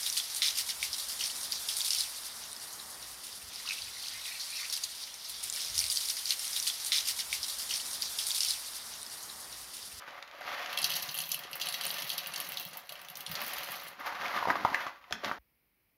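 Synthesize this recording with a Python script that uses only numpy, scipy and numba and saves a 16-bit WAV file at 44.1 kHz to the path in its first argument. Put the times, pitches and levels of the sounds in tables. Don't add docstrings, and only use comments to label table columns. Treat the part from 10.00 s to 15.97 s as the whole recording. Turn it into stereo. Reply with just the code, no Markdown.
import sys
import numpy as np
from scipy import signal
from scipy.fft import rfft, irfft
from scipy.io import wavfile
from scipy.ndimage import uniform_filter1d
from numba import njit

SR = 44100
rng = np.random.default_rng(int(sys.argv[2]) if len(sys.argv) > 2 else 0)


def store_pcm(level_fs):
    pcm = np.round(np.clip(level_fs, -1, 1) * 32767).astype(np.int16)
    wavfile.write(sys.argv[1], SR, np.atleast_2d(pcm).T)


def amplitude_ratio(level_db):
    exponent = np.asarray(level_db, float) / 20
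    return 10 ** exponent


N = 263277
SCENE_CHANGE_S = 5.386

# time in seconds, drag on the foil in dB.
TILT = [(0, -46.5), (.06, -50.5), (.1, -47.5), (.265, -52), (.42, -43.5), (.55, -38.5), (.68, -39.5),
        (1.145, -49), (1.265, -52), (1.41, -48), (1.875, -44), (2.23, -48), (2.4, -44), (2.69, -51.5),
        (2.775, -47.5), (2.865, -57), (2.93, -52), (3.3, -48), (3.38, -41.5), (3.74, -43), (3.945, -49)]
# time in seconds, drag in dB, weight on the counter in dB.
PUT_DOWN = [(3.945, -54, -27.5), (4.005, -39.5, -20), (4.035, -45.5, -31), (4.07, -31, -25),
            (4.11, -42.5, -25), (4.26, -35.5, -21), (4.335, -37, -24), (4.37, -31, -19.5),
            (4.445, -39.5, -21.5), (4.505, -40.5, -7), (4.62, -38.5, -10.5), (4.7, -42.5, -25.5),
            (4.77, -34.5, -25.5), (4.85, -40, -22.5), (5.01, -64.5, -48)]
# time in seconds, drag in dB, weight on the counter in dB.
SLUMP = [
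    (5.01, -56.5, -36),
    (5.1, -58.5, -14),
    (5.128, -46.5, -1.5),
    (5.16, -54, 0),
    (5.228, -49.5, -25),
    (5.246, -34.5, -11.5),
    (5.33, -44.5, -16.5),
    (5.38, -53.5, -19),
]
# start in seconds, peak in dB, pitch in Hz, edge above 2.5 kHz in dB.
SNAPS = [(.077, -25.5, 1490, -16), (0.083, -29, 1490, -11), (0.107, -38, 900, -2), (.125, -38.5, 700, -25),
         (.345, -32, 720, -20), (.417, -29, 1510, -12), (0.225, -28, 2720, 0.5), (0.312, -36.5, 1570, -1),
         (0.409, -26, 755, -13), (.021, -27.5, 1480, -27), (.178, -30.5, 1300, -21), (.276, -38, 2740, 1),
         (.36, -44, 1400, -12), (0.476, -27, 1500, -12.5), (.489, -25, 1800, -11.5), (0.503, -34, 1400, -3),
         (.577, -29.5, 1490, -9), (0.659, -23, 1700, -1), (.694, -30, 1510, 2), (4.051, -29, 1210, -16.5),
         (4.124, -27, 1060, -22), (4.151, -20.5, 1390, -9.5), (4.281, -23.5, 2020, -6.5),
         (4.323, -26.5, 1200, -21), (4.385, -20.5, 1100, -22.5), (4.7, -22, 920, -19),
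         (4.728, -17, 1140, -16), (4.804, -23, 1490, -22), (4.93, -43, 1240, -20), (4.958, -38, 1800, -17),
         (5.04, -37, 2100, -15), (3.414, -20.5, 1170, -17), (3.992, -27.5, 1190, -28),
         (4.064, -29.5, 1440, -15), (4.255, -22, 2220, -19.5), (4.362, -15, 1100, -25),
         (4.425, -15, 1010, -32.5), (4.453, -12.5, 980, -31), (4.472, -12, 910, -24.5),
         (4.482, -19, 710, -23.5), (4.484, -10.5, 890, -28.5), (4.496, -13.5, 1080, -26.5),
         (4.501, -3.5, 1590, -35), (4.508, -13, 1030, -26.5), (4.554, -11, 1120, -22.5),
         (4.6484, -1, 1080, -32), (4.744, -4.5, 1970, -13), (4.865, -15, 1265, -16.5),
         (5.108, -23, 700, -10), (5.124, -14, 2040, 0.5), (5.152, -27, 1930, -22), (5.235, -23, 606, -17),
         (5.245, -24, 2100, 2.5), (5.293, -21.5, 1073, -24.5), (5.313, -14.5, 1373, -50)]
# start in seconds, peak in dB.
CRACKS = [
    (.226, -44),
    (.312, -37),
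    (.408, -32),
    (4.474, -46),
    (4.504, -45),
    (4.6487, -30.5),
    (4.7445, -45),
    (5.1245, -34),
    (5.245, -43),
]
# start in seconds, peak in dB, pitch in Hz.
BUMPS = [(.87, -61, 83), (1.03, -48, 80), (1.451, -34.5, 427), (3.294, -47, 68.1), (3.328, -39, 140),
         (3.57, -48, 55), (4.483, -28, 210), (4.645, -33, 81), (4.648, -29, 252), (4.717, -30.5, 272),
         (5.112, -42, 60), (5.125, -41, 150), (3.698, -43, 162), (4.2, -46, 170), (4.35, -48, 170),
         (5.271, -50, 71)]
# start in seconds, level in dB, pitch in Hz, 60 dB decay in seconds.
CHIMES = [
    (6.8, -39.5, 1900, 0.12),
    (4.746, -30.5, 1990, 0.15),
    (2.92, -40, 636, 0.038),
    (2.76, -41, 880, 0.026),
    (4.505, -29, 300, 0.039),
]
# frequency in Hz, level in dB per Hz.
RUSTLE = [(150, -47), (250, -13), (434, -13), (554, -5), (646, -4), (1210, 0.5), (3500, -11.5),
          (4550, -40.5), (7700, -120)]
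FOIL = [(1060, -41.5), (1800, 0.5), (3480, -5), (4790, -7), (6020, -13.5), (8130, -28.5), (12200, -17.5),
        (16000, -28)]
RUMBLE = [(15, -50.5), (36, -22.5), (62, -1.5), (144, -7.5), (193, 8.5), (450, 3.5), (580, -42),
          (990, -120)]
# frequency in Hz, width in Hz, gain in dB.
POUCH = [(560, 70, 7), (727, 26, 9.5), (1167, 36, 6), (1560, 32, 5), (2010, 200, 6.5)]
# frequency in Hz, gain in dB.
CRUMPLED = [(300, -2), (600, -2.5), (900, 2), (1400, 1.5), (2300, -3), (4000, -4.5)]
EDGE = [(700, -25), (1800, -1.5), (3500, 3), (5500, 2), (7500, -15), (11000, -15), (16000, -25.5)]

# time in seconds, flow in dB.
FLOW = [(.7, -53), (.8, -57), (.925, -32), (1.04, -44.5), (1.2, -40), (1.335, -43.5), (1.5, -66),
        (1.625, -45), (1.87, -43.5), (2.11, -41.5), (2.23, -48.5), (2.6, -45.5), (2.86, -56), (2.92, -61),
        (3.135, -58.5), (3.475, -41.5), (3.885, -48), (3.955, -82)]
# start in seconds, peak in dB, strongest ring in Hz, tick in dB.
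STRIKES = [(0.73, -28, 2960, -32), (0.7744, -19, 3190, -32), (0.7877, -23.5, 5230, -27.5),
           (0.8289, -23, 4800, -45), (0.843, -16.5, 5150, -20), (0.921, -27.5, 2870, -42),
           (1.09, -29, 4160, -45), (1.176, -32, 4290, -28), (1.188, -27, 3270, -22),
           (1.3172, -25.5, 5430, -21), (1.344, -26, 3040, -25), (1.531, -28, 2920, -38),
           (1.614, -22.5, 3060, -31), (1.6871, -25, 4800, -25.5), (1.742, -24.5, 3270, -30),
           (1.811, -29.5, 3040, -29), (1.853, -26, 3100, -26), (1.9045, -25.5, 3900, -48),
           (1.942, -29, 4220, -32), (2.0213, -28, 3250, -33), (2.094, -29.5, 4230, -30),
           (2.1014, -27, 3140, -30), (2.18, -24, 4360, -27), (2.3375, -30.5, 2760, -32.5),
           (2.3604, -25.5, 5570, -36), (2.5718, -26.5, 3820, -34), (2.8933, -33, 3180, -35.5),
           (3.155, -34.5, 5860, -33), (3.2643, -27.5, 3480, -34.5), (3.3535, -26.5, 4510, -51),
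           (.853, -41.5, 3050, -52.5), (0.8975, -34, 2800, -49), (0.9033, -25.5, 3200, -45),
           (.818, -32, 4360, -51), (1.725, -29, 4000, -32), (1.662, -35, 4200, -42),
           (0.955, -34, 4370, -31), (1.027, -25, 4300, -38), (1.125, -42, 4530, -41),
           (1.2563, -47, 4600, -36), (1.292, -40, 3100, -51), (1.4716, -43, 2966, -62),
           (1.5709, -49, 2580, -58), (1.627, -34, 4250, -42), (1.636, -32, 4030, -45),
           (1.67, -27.5, 3200, -32), (1.837, -32, 4260, -30), (1.845, -35, 4360, -29.5),
           (2.2327, -42, 2700, -45), (2.2423, -39, 2900, -43), (2.2605, -31, 2810, -48),
           (0.936, -31.5, 4300, -44.5), (2.131, -35, 4150, -32), (2.621, -51, 3200, -49)]
# start in seconds, peak in dB, pitch in Hz, ring passed to the steel in dB.
TICKS = [(.8168, -25, 10550, -42.5), (.8649, -33, 12180, -59.5), (.9036, -26.5, 11780, -33.5),
         (.9636, -26.5, 10550, -30), (1.1437, -27, 12800, -34.5), (1.291, -29, 12900, -35),
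         (1.3916, -31.5, 13500, -35.5), (1.555, -27.5, 14070, -66.5), (1.866, -23, 9590, -29.5),
         (1.8937, -29, 12500, -59), (1.9123, -28, 13150, -53), (1.9834, -32, 13500, -27),
         (2.2708, -27, 13750, -36), (2.3785, -32, 13700, -39), (2.4015, -26, 11940, -28),
         (2.4895, -30.5, 13800, -37), (2.5207, -31, 13580, -31), (2.5982, -24.5, 15100, -30),
         (2.6127, -38, 13900, -45), (2.6514, -28, 14620, -34), (2.7718, -28, 14860, -46),
         (3.0154, -34.5, 14300, -39.5), (3.1003, -34, 12600, -42), (3.171, -29, 13640, -38),
         (3.2063, -29, 14400, -33), (3.315, -28, 14730, -32.5), (3.417, -26, 14760, -57),
         (3.4797, -27, 14100, -52), (3.5835, -28.5, 13570, -30.5), (3.7184, -29, 13200, -37),
         (.8935, -30.5, 12940, -48), (1.0755, -36.5, 15300, -52), (1.115, -36, 13500, -57),
         (1.792, -41.5, 14500, -48), (2.446, -40, 13000, -47), (2.4679, -37, 13900, -37),
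         (2.687, -39.5, 12400, -50), (2.8715, -52, 10900, -64), (3.2931, -40, 12200, -40),
         (3.4377, -38, 11700, -60), (3.4642, -30, 14400, -54), (3.534, -30.5, 11800, -36),
         (3.6403, -35, 12100, -44), (3.6802, -40, 13400, -54), (3.7066, -36, 12640, -50),
         (3.8154, -45, 11900, -53), (3.93, -53, 12000, -60), (3.998, -45, 13900, -54),
         (4.062, -41, 13400, -51.5), (4.088, -53, 12040, -61)]
# start in seconds, tick in dB, ring in dB.
STRAYS = [(1.0024, -49, -54), (1.024, -24.5, -39), (1.075, -46, -53), (1.216, -29, -50),
          (1.4358, -46.5, -32), (1.513, -37, -49), (1.5988, -33, -31), (1.657, -36, -33), (2.073, -30, -38),
          (2.7323, -39.5, -39), (2.771, -53, -51), (2.9228, -36, -35.5), (2.955, -48, -40),
          (2.992, -55, -45), (3.048, -42.5, -40.5), (3.0856, -38, -35), (3.341, -36, -59),
          (3.405, -36.5, -59), (3.445, -41, -60), (3.633, -31, -31.5), (3.76, -34.5, -51),
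          (3.8345, -35, -43), (3.8822, -40, -60), (1.151, -30, -31), (1.203, -33, -30), (1.283, -35, -49),
          (1.969, -37, -35), (2.001, -31, -41), (2.044, -34, -32.5), (2.187, -44, -35), (2.118, -36, -36),
          (2.23, -45, -54), (0.951, -37, -52), (1.098, -43, -52)]
# start in seconds, peak in dB.
BOOMS = [(0.828, -54), (0.929, -52), (1.083, -51), (1.19, -51), (1.398, -56), (1.531, -53), (1.63, -61),
         (1.714, -58.5), (1.864, -51), (1.934, -56), (2.025, -58), (2.088, -60), (2.181, -59), (2.292, -55),
         (2.47, -61), (2.534, -54), (2.655, -55), (2.905, -62), (3.102, -64), (3.183, -64), (3.277, -50),
         (3.327, -55), (3.436, -66), (3.541, -60), (3.596, -57), (3.823, -64)]
# frequency in Hz, level in dB, 60 dB decay in seconds.
CUP = [(2737, -4, 0.14), (2960, -3, 0.1), (3270, -2, 0.081), (3920, -4.5, 0.15), (4360, -5.5, 0.083),
       (4290, -3, 0.096), (4437, -2, 0.068), (4800, -2, 0.052), (5150, -3, 0.04), (5570, -1.5, 0.049),
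       (6090, 0, 0.039), (9480, 4.5, 0.025), (11400, -5.5, 0.06)]
# frequency in Hz, gain in dB.
CONTACT = [(900, -30), (2200, 2), (3500, -3), (6000, -1), (8000, 2), (12000, -3.5), (16000, -2.5)]

# frequency in Hz, level in dB per Hz.
KITCHEN = [(15, -47), (28, -20), (48, 0), (64, 0), (75, -6), (323, -12), (423, -15), (1030, -19),
           (1580, -20), (2240, -14), (3640, -25), (5170, -24), (7340, -37), (12200, -17), (15600, -15)]
# frequency in Hz, gain in dB.
OPEN = [(26, -13), (45, -2), (90, 2.5), (5500, -0.5), (6800, 1), (8000, -5), (9200, -4.5), (10000, 0)]
COVERED = [(100, -32.5), (170, -20.5), (400, -59.5), (1000, -67.5), (1900, -79), (2400, -27), (3100, -80),
           (6000, -73.5), (9400, -40), (16000, -30.5)]
TOP = [(15700, 0), (15950, -36)]

TRICKLE_DB, STREAM_DB = -79, -39
FOIL_DB, FOIL_LOADED_DB = -6.5, 4
FOIL_BRIGHTENS = 0.35
FOIL_AWAY_DB = -8.5
HAND_DB, HAND_LOADED_DB = -33.5, 13
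CREASE_DB, UNFOLD_DB, UNFOLD_S = -8, -26, 0.0087
BARE_RING_DB, BURIED_DB_PER_S = 9, 0.08
BURIED_RING_HZ = 2944
NOTE_DB, NOTE_CYCLES = -12, 110
TICK_HZ, TICK_RISE_HZ_PER_S, TICK_LEAD_S = 11400, 510, 0.0003
CRACK_CYCLES, TICK_SPREAD_S, TICK_LOW_HZ = 9.0, 0.0016, 10000
SETTLE_S, SETTLE_TICK_DB, SETTLE_RING_DB, LULL_DB = 0.011, -21, -9, -9.5
THUMP_DB, THUMP_SLOPE = -64, 0.34
SHAKE_DB, SHAKE_S = -39.5, 0.042
BOOM_HZ, BOOM_CYCLES, BOOM_DB = 160.3, 19, -2.5
ROOM_T60_S, ROOM_TREBLE_T60_S, ROOM_DB = 0.41, 0.091, -4.5
KITCHEN_DB = -74


def level(x, db):
    return x * amplitude_ratio(db) / np.sqrt(np.mean(x ** 2))


def curves(table):
    s, *columns = np.transpose(table)
    t = np.arange(N) / SR
    return [np.interp(t, s, column, left=-120, right=-120) for column in columns]


def colour(x, points, peaks=()):
    hz = np.maximum(np.arange(2049) * SR / 4096, 1.0)
    point_hz, point_db = np.transpose(points)
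    db = np.interp(np.log(hz), np.log(point_hz), point_db)
    for peak_hz, width, gain_db in peaks:
        db = db + gain_db / (1 + (2 * (hz - peak_hz) / width) ** 2)
    cepstrum = irfft(np.log(amplitude_ratio(db)))
    cepstrum[1:2048] *= 2
    cepstrum[2049:] = 0
    return signal.oaconvolve(x, irfft(np.exp(rfft(cepstrum))))[:N]


@njit
def ring(s, size, hz, t60):
    out = np.zeros(N)
    for k in range(len(s)):
        turn = np.exp(2j * np.pi * hz[k] / SR - 6.9 / (t60[k] * SR))
        opening = np.exp(-2 * hz[k] / SR)
        z, closed, start = size[k] + 0j, 1., int(s[k] * SR)
        for i in range(start, min(N, start + int(t60[k] * SR))):
            out[i] += z.imag * (1 - closed)
            z *= turn
            closed *= opening
    return out


def burst(s, db, hz, cycles, scatter, late_s, count):
    chance = rng.standard_normal((len(s), 3, count))
    other = np.arange(count) > 0
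    pitch = (hz[:, None] * np.exp(scatter * chance[:, 0] * other)).clip(30, 16800)
    start = s[:, None] + late_s * np.abs(chance[:, 1]) * other
    weaker = 1.98 * chance[:, 2] * amplitude_ratio(-2.5 * chance[:, 0] ** 2) / np.sqrt(count)
    size = amplitude_ratio(db[:, None]) * np.where(other, weaker, 1)
    return ring(start.ravel(), size.ravel(), pitch.ravel(), (cycles / pitch).ravel())


def impulses(s, db):
    spikes = np.zeros(N)
    np.add.at(spikes, (s * SR).astype(int), amplitude_ratio(db))
    return spikes


def click(s, db, points):
    return colour(impulses(s, db), points)


def settling(s, db, settle_s):
    return signal.lfilter([1], [1, -np.exp(-1 / (settle_s * SR))], impulses(s, db))


def crackle(rate, spread_db, smooth):
    happens = rng.random(N) < rate / SR
    clicks = happens * rng.standard_normal(N) * amplitude_ratio(spread_db * rng.exponential(size=N).clip(0, 4))
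    return level(level(clicks, 0) + smooth * rng.standard_normal(N), 0)


def flutter(rate, depth_db):
    k = int(SR / rate)
    steps = np.repeat(rng.standard_normal(N // k + 1), k)
    return amplitude_ratio(depth_db * uniform_filter1d(steps, k)[:N])


def sliding_foil(tilt, drag_db, load):
    over_cup = tilt > -100
    foil_db = drag_db + np.where(over_cup, FOIL_DB, FOIL_AWAY_DB) + FOIL_LOADED_DB * load
    foil_db = foil_db + np.where(over_cup, FOIL_BRIGHTENS * (drag_db + 44), 0)
    press = flutter(40, 2.07) * flutter(17, 0.41)
    rustle = level(press * colour(crackle(2500, 2.1, 0.94), RUSTLE, POUCH), -4.0)
    rustle = np.where(over_cup, rustle, colour(rustle, CRUMPLED))
    foil = level(press * colour(crackle(1500, 0.52, 0.96), FOIL), -1.8)
    foil_share = amplitude_ratio(np.minimum(foil_db - drag_db, -0.4))
    snap_s, snap_db = np.transpose(SNAPS)[:2]
    drag = amplitude_ratio(drag_db) + settling(snap_s + 0.0012, snap_db + UNFOLD_DB, UNFOLD_S)
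    return drag * (rustle + foil_share * foil)


def hand_rumble(tilt, down, slump, load):
    rumble_db = np.max([tilt + HAND_DB + HAND_LOADED_DB * load, sum(down), sum(slump)], axis=0)
    rumble = flutter(21, 1.7) * colour(crackle(300, 2.5, 0.4), RUMBLE)
    return amplitude_ratio(rumble_db) * level(rumble, -3.6)


def foil_snaps(drag_db):
    s, db, hz, edge_db = np.transpose(SNAPS)
    s = s + 0.0012
    cycles = 14.2 * hz[:, None] / 1000
    snaps = burst(s, db - 13.0, hz, cycles, 0.33, 0.0015, count=16)
    snaps = snaps + burst(s, db - 8.5, hz, 4.5, 0.3, 0.0002, count=3)
    edges = burst(s, db + edge_db - 6.0, 3900 + 0 * s, 13.0, 0.55, 0.0012, count=40)
    edges = edges + click(s, db + edge_db + 9.0, EDGE)
    crack_s, crack_db = np.transpose(CRACKS)
    cracks = burst(crack_s, crack_db, 10500 + 0 * crack_s, 3.1, 0.37, 0.00023, count=14)
    chance = rng.random((900, 3))
    size_db = -3 * np.log(chance[:, 1]).clip(-3, 0)
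    pitch = 850 * 2 ** (1.57 * chance[:, 2])
    creases = burst(SCENE_CHANGE_S * chance[:, 0], size_db, pitch, 4.8, 0.25, 0.001, count=4)
    return snaps + edges + cracks + amplitude_ratio(drag_db) * level(creases, CREASE_DB - 6.0)


def counter_knocks():
    s, db, hz = np.transpose(BUMPS)
    thuds = burst(s, db, hz, 5.0, 0.33, 0.0027, count=1)
    s, db, hz, t60 = np.transpose(CHIMES)
    return thuds + ring(s, amplitude_ratio(db), hz, t60)


def bag():
    flow_db, = curves(FLOW)
    load = np.clip((flow_db - TRICKLE_DB) / (STREAM_DB - TRICKLE_DB), 0, 1)
    (tilt,), down, slump = curves(TILT), curves(PUT_DOWN), curves(SLUMP)
    drag_db = np.max([tilt, down[0], slump[0]], axis=0)
    handling = sliding_foil(tilt, drag_db, load) + hand_rumble(tilt, down, slump, load)
    return handling + foil_snaps(drag_db) + counter_knocks()


def cup(s, db, hz, focus, floor_db):
    mode_hz, mode_db, t60 = np.transpose(CUP)
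    chance = rng.standard_normal((len(s), 2, len(CUP)))
    octaves_away = np.abs(np.log2(mode_hz / hz[:, None]))
    size_db = db[:, None] + mode_db - np.minimum(focus * octaves_away, floor_db)
    size_db = size_db + 4.0 * np.abs(chance[:, 0]) - 3.0
    size = np.sign(chance[:, 0]) * amplitude_ratio(size_db)
    decay = t60 * np.exp(-0.15 * s[:, None] - 0.292 * np.abs(chance[:, 1]))
    pitch = mode_hz * (1 + 0.028 * chance[:, 1])
    return ring(np.repeat(s, len(CUP)), size.ravel(), pitch.ravel(), decay.ravel())


def steel_strikes(s, db, hz):
    strikes = cup(s, db - 12.0, hz, 8.0, 13.0)
    strikes = strikes + burst(s, db - 5.5, hz, 27.0, 0.17, 0.0012, count=16)
    strikes = strikes + click(s - TICK_LEAD_S, db + 4.0, CONTACT)
    steel_s, steel_db, steel_hz, _ = np.transpose(STRIKES)
    return strikes + ring(steel_s, amplitude_ratio(steel_db + NOTE_DB), steel_hz, NOTE_CYCLES / steel_hz)


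def bean_ticks(s, db, hz):
    cracks = burst(s, db + 0.8, 12500 + 0 * s, CRACK_CYCLES, 0.27, 0.0001, count=10)
    return cracks + burst(s, db + 0.5, hz, 52.0, 0.2, TICK_SPREAD_S, count=20)


def bean_stream(ring_gain, tick_gain):
    chance = rng.random((1500, 3))
    s = 0.7 + 3.3 * chance[:, 0]
    db = -2.5 * np.log(chance[:, 1]).clip(-2.2, 0)
    pitch = 2700 * 2 ** (1.225 * chance[::2, 2])
    rings = cup(s[::2], db[::2] - 2.0, pitch, 6.3, 19.0)
    rings = rings + burst(s[::2], db[::2] + 4.0, pitch, 39.0, 0.263, 0.00091, count=6)
    ticks = burst(s, db, 11500 + 2500 * chance[:, 2], 55.0, 0.34, 0.00045, count=14)
    return ring_gain * level(rings, -9.0) + tick_gain * level(ticks, -4.0)


def housing(flow_db, s, db):
    thump_db = np.where(flow_db > -100, THUMP_DB + THUMP_SLOPE * (flow_db - STREAM_DB), flow_db)
    body = [(50, -23.0), (110, -21.5), (150, -7), (170, -1.5), (260, -34.5)]  # Hz, dB
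    thump = colour(crackle(400, 1.6, 0.61), body, [(160.2, 45, 3)])
    shaking = amplitude_ratio(thump_db) + settling(s, db + SHAKE_DB, SHAKE_S)
    boom_s, boom_db = np.transpose(BOOMS)
    booms = burst(boom_s, boom_db + BOOM_DB, BOOM_HZ + 0 * boom_s, BOOM_CYCLES, 0.078, 0.02, count=3)
    return booms + shaking * level(flutter(16, 1.9) * thump, -9.0)


def beans():
    flow_db, = curves(FLOW)
    steel_s, steel_db, steel_hz, steel_tick_db = np.transpose(STRIKES)
    loose_s, loose_db, loose_hz, loose_ring_db = np.transpose(TICKS)
    stray_s, stray_tick_db, stray_ring_db = np.transpose(STRAYS)

    ring_s = np.r_[steel_s, loose_s, stray_s]
    ring_db = np.r_[steel_db, loose_ring_db, stray_ring_db]
    ring_hz = np.r_[steel_hz, BURIED_RING_HZ + 0 * loose_s, BURIED_RING_HZ + 0 * stray_s]
    small_ring_db = flow_db + BARE_RING_DB + BURIED_DB_PER_S * np.arange(N) / SR
    ring_gain = amplitude_ratio(small_ring_db + LULL_DB) + settling(ring_s, ring_db + SETTLE_RING_DB, SETTLE_S)

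    note_hz = TICK_HZ + TICK_RISE_HZ_PER_S * np.r_[steel_s, stray_s]
    note_hz = note_hz * np.exp(0.16 * rng.standard_normal(len(note_hz)))
    tick_s = np.r_[steel_s - TICK_LEAD_S, stray_s, loose_s]
    tick_db = np.r_[steel_tick_db, stray_tick_db, loose_db]
    tick_hz = np.r_[np.maximum(note_hz, TICK_LOW_HZ), loose_hz]
    tick_gain = amplitude_ratio(flow_db + LULL_DB) + settling(tick_s, tick_db + SETTLE_TICK_DB, SETTLE_S)

    clear = steel_strikes(ring_s, ring_db, ring_hz) + bean_ticks(tick_s, tick_db, tick_hz)
    return clear + bean_stream(ring_gain, tick_gain) + housing(flow_db, tick_s, tick_db)


def room(x):
    t = np.arange(int(0.6 * SR)) / SR
    late = t > 0.002
    noise = rng.standard_normal(len(t))
    dull = uniform_filter1d(noise, size=4)
    treble = 4.15 * (noise - dull)
    tail = (dull * amplitude_ratio(-60 * t / ROOM_T60_S) + treble * amplitude_ratio(-60 * t / ROOM_TREBLE_T60_S)) * late
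    power = np.abs(rfft(tail)) ** 2
    even = np.sqrt(uniform_filter1d(power, size=1500) / uniform_filter1d(power, size=50))
    tail = irfft(rfft(tail) * even, len(t)) * late
    return x + signal.oaconvolve(x, amplitude_ratio(ROOM_DB) * tail / np.linalg.norm(tail))[:N]


def scene():
    t = np.arange(N) / SR
    action = room(bag() + beans()) * np.clip((SCENE_CHANGE_S - t) / 0.0011, 0, 1)
    bump = ring(np.array([SCENE_CHANGE_S]), np.array([amplitude_ratio(-47.0)]), np.array([55.0]), np.array([0.09]))
    return np.array([action, action + bump])


def kitchen_air(peaks):
    return level(colour(rng.standard_normal(N), KITCHEN[:-1], peaks), KITCHEN_DB + 4)


def top_cut(x):
    return signal.sosfilt(signal.butter(12, 16960, fs=SR, output="sos"), x)


def record(dry):
    left_air = kitchen_air([(2350, 700, 4)])
    right_air = kitchen_air([(2400, 500, -2)])
    left = np.roll(colour(2 * dry[0], COVERED), 9)
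    right = colour(2 * dry[1], OPEN)
    ports = np.array([colour(left + left_air, TOP), colour(right + right_air, TOP)])
    mix = 0.7 * np.tanh(ports / 0.7)
    return top_cut(mix)


dry = scene()
out = record(dry)
store_pcm(out)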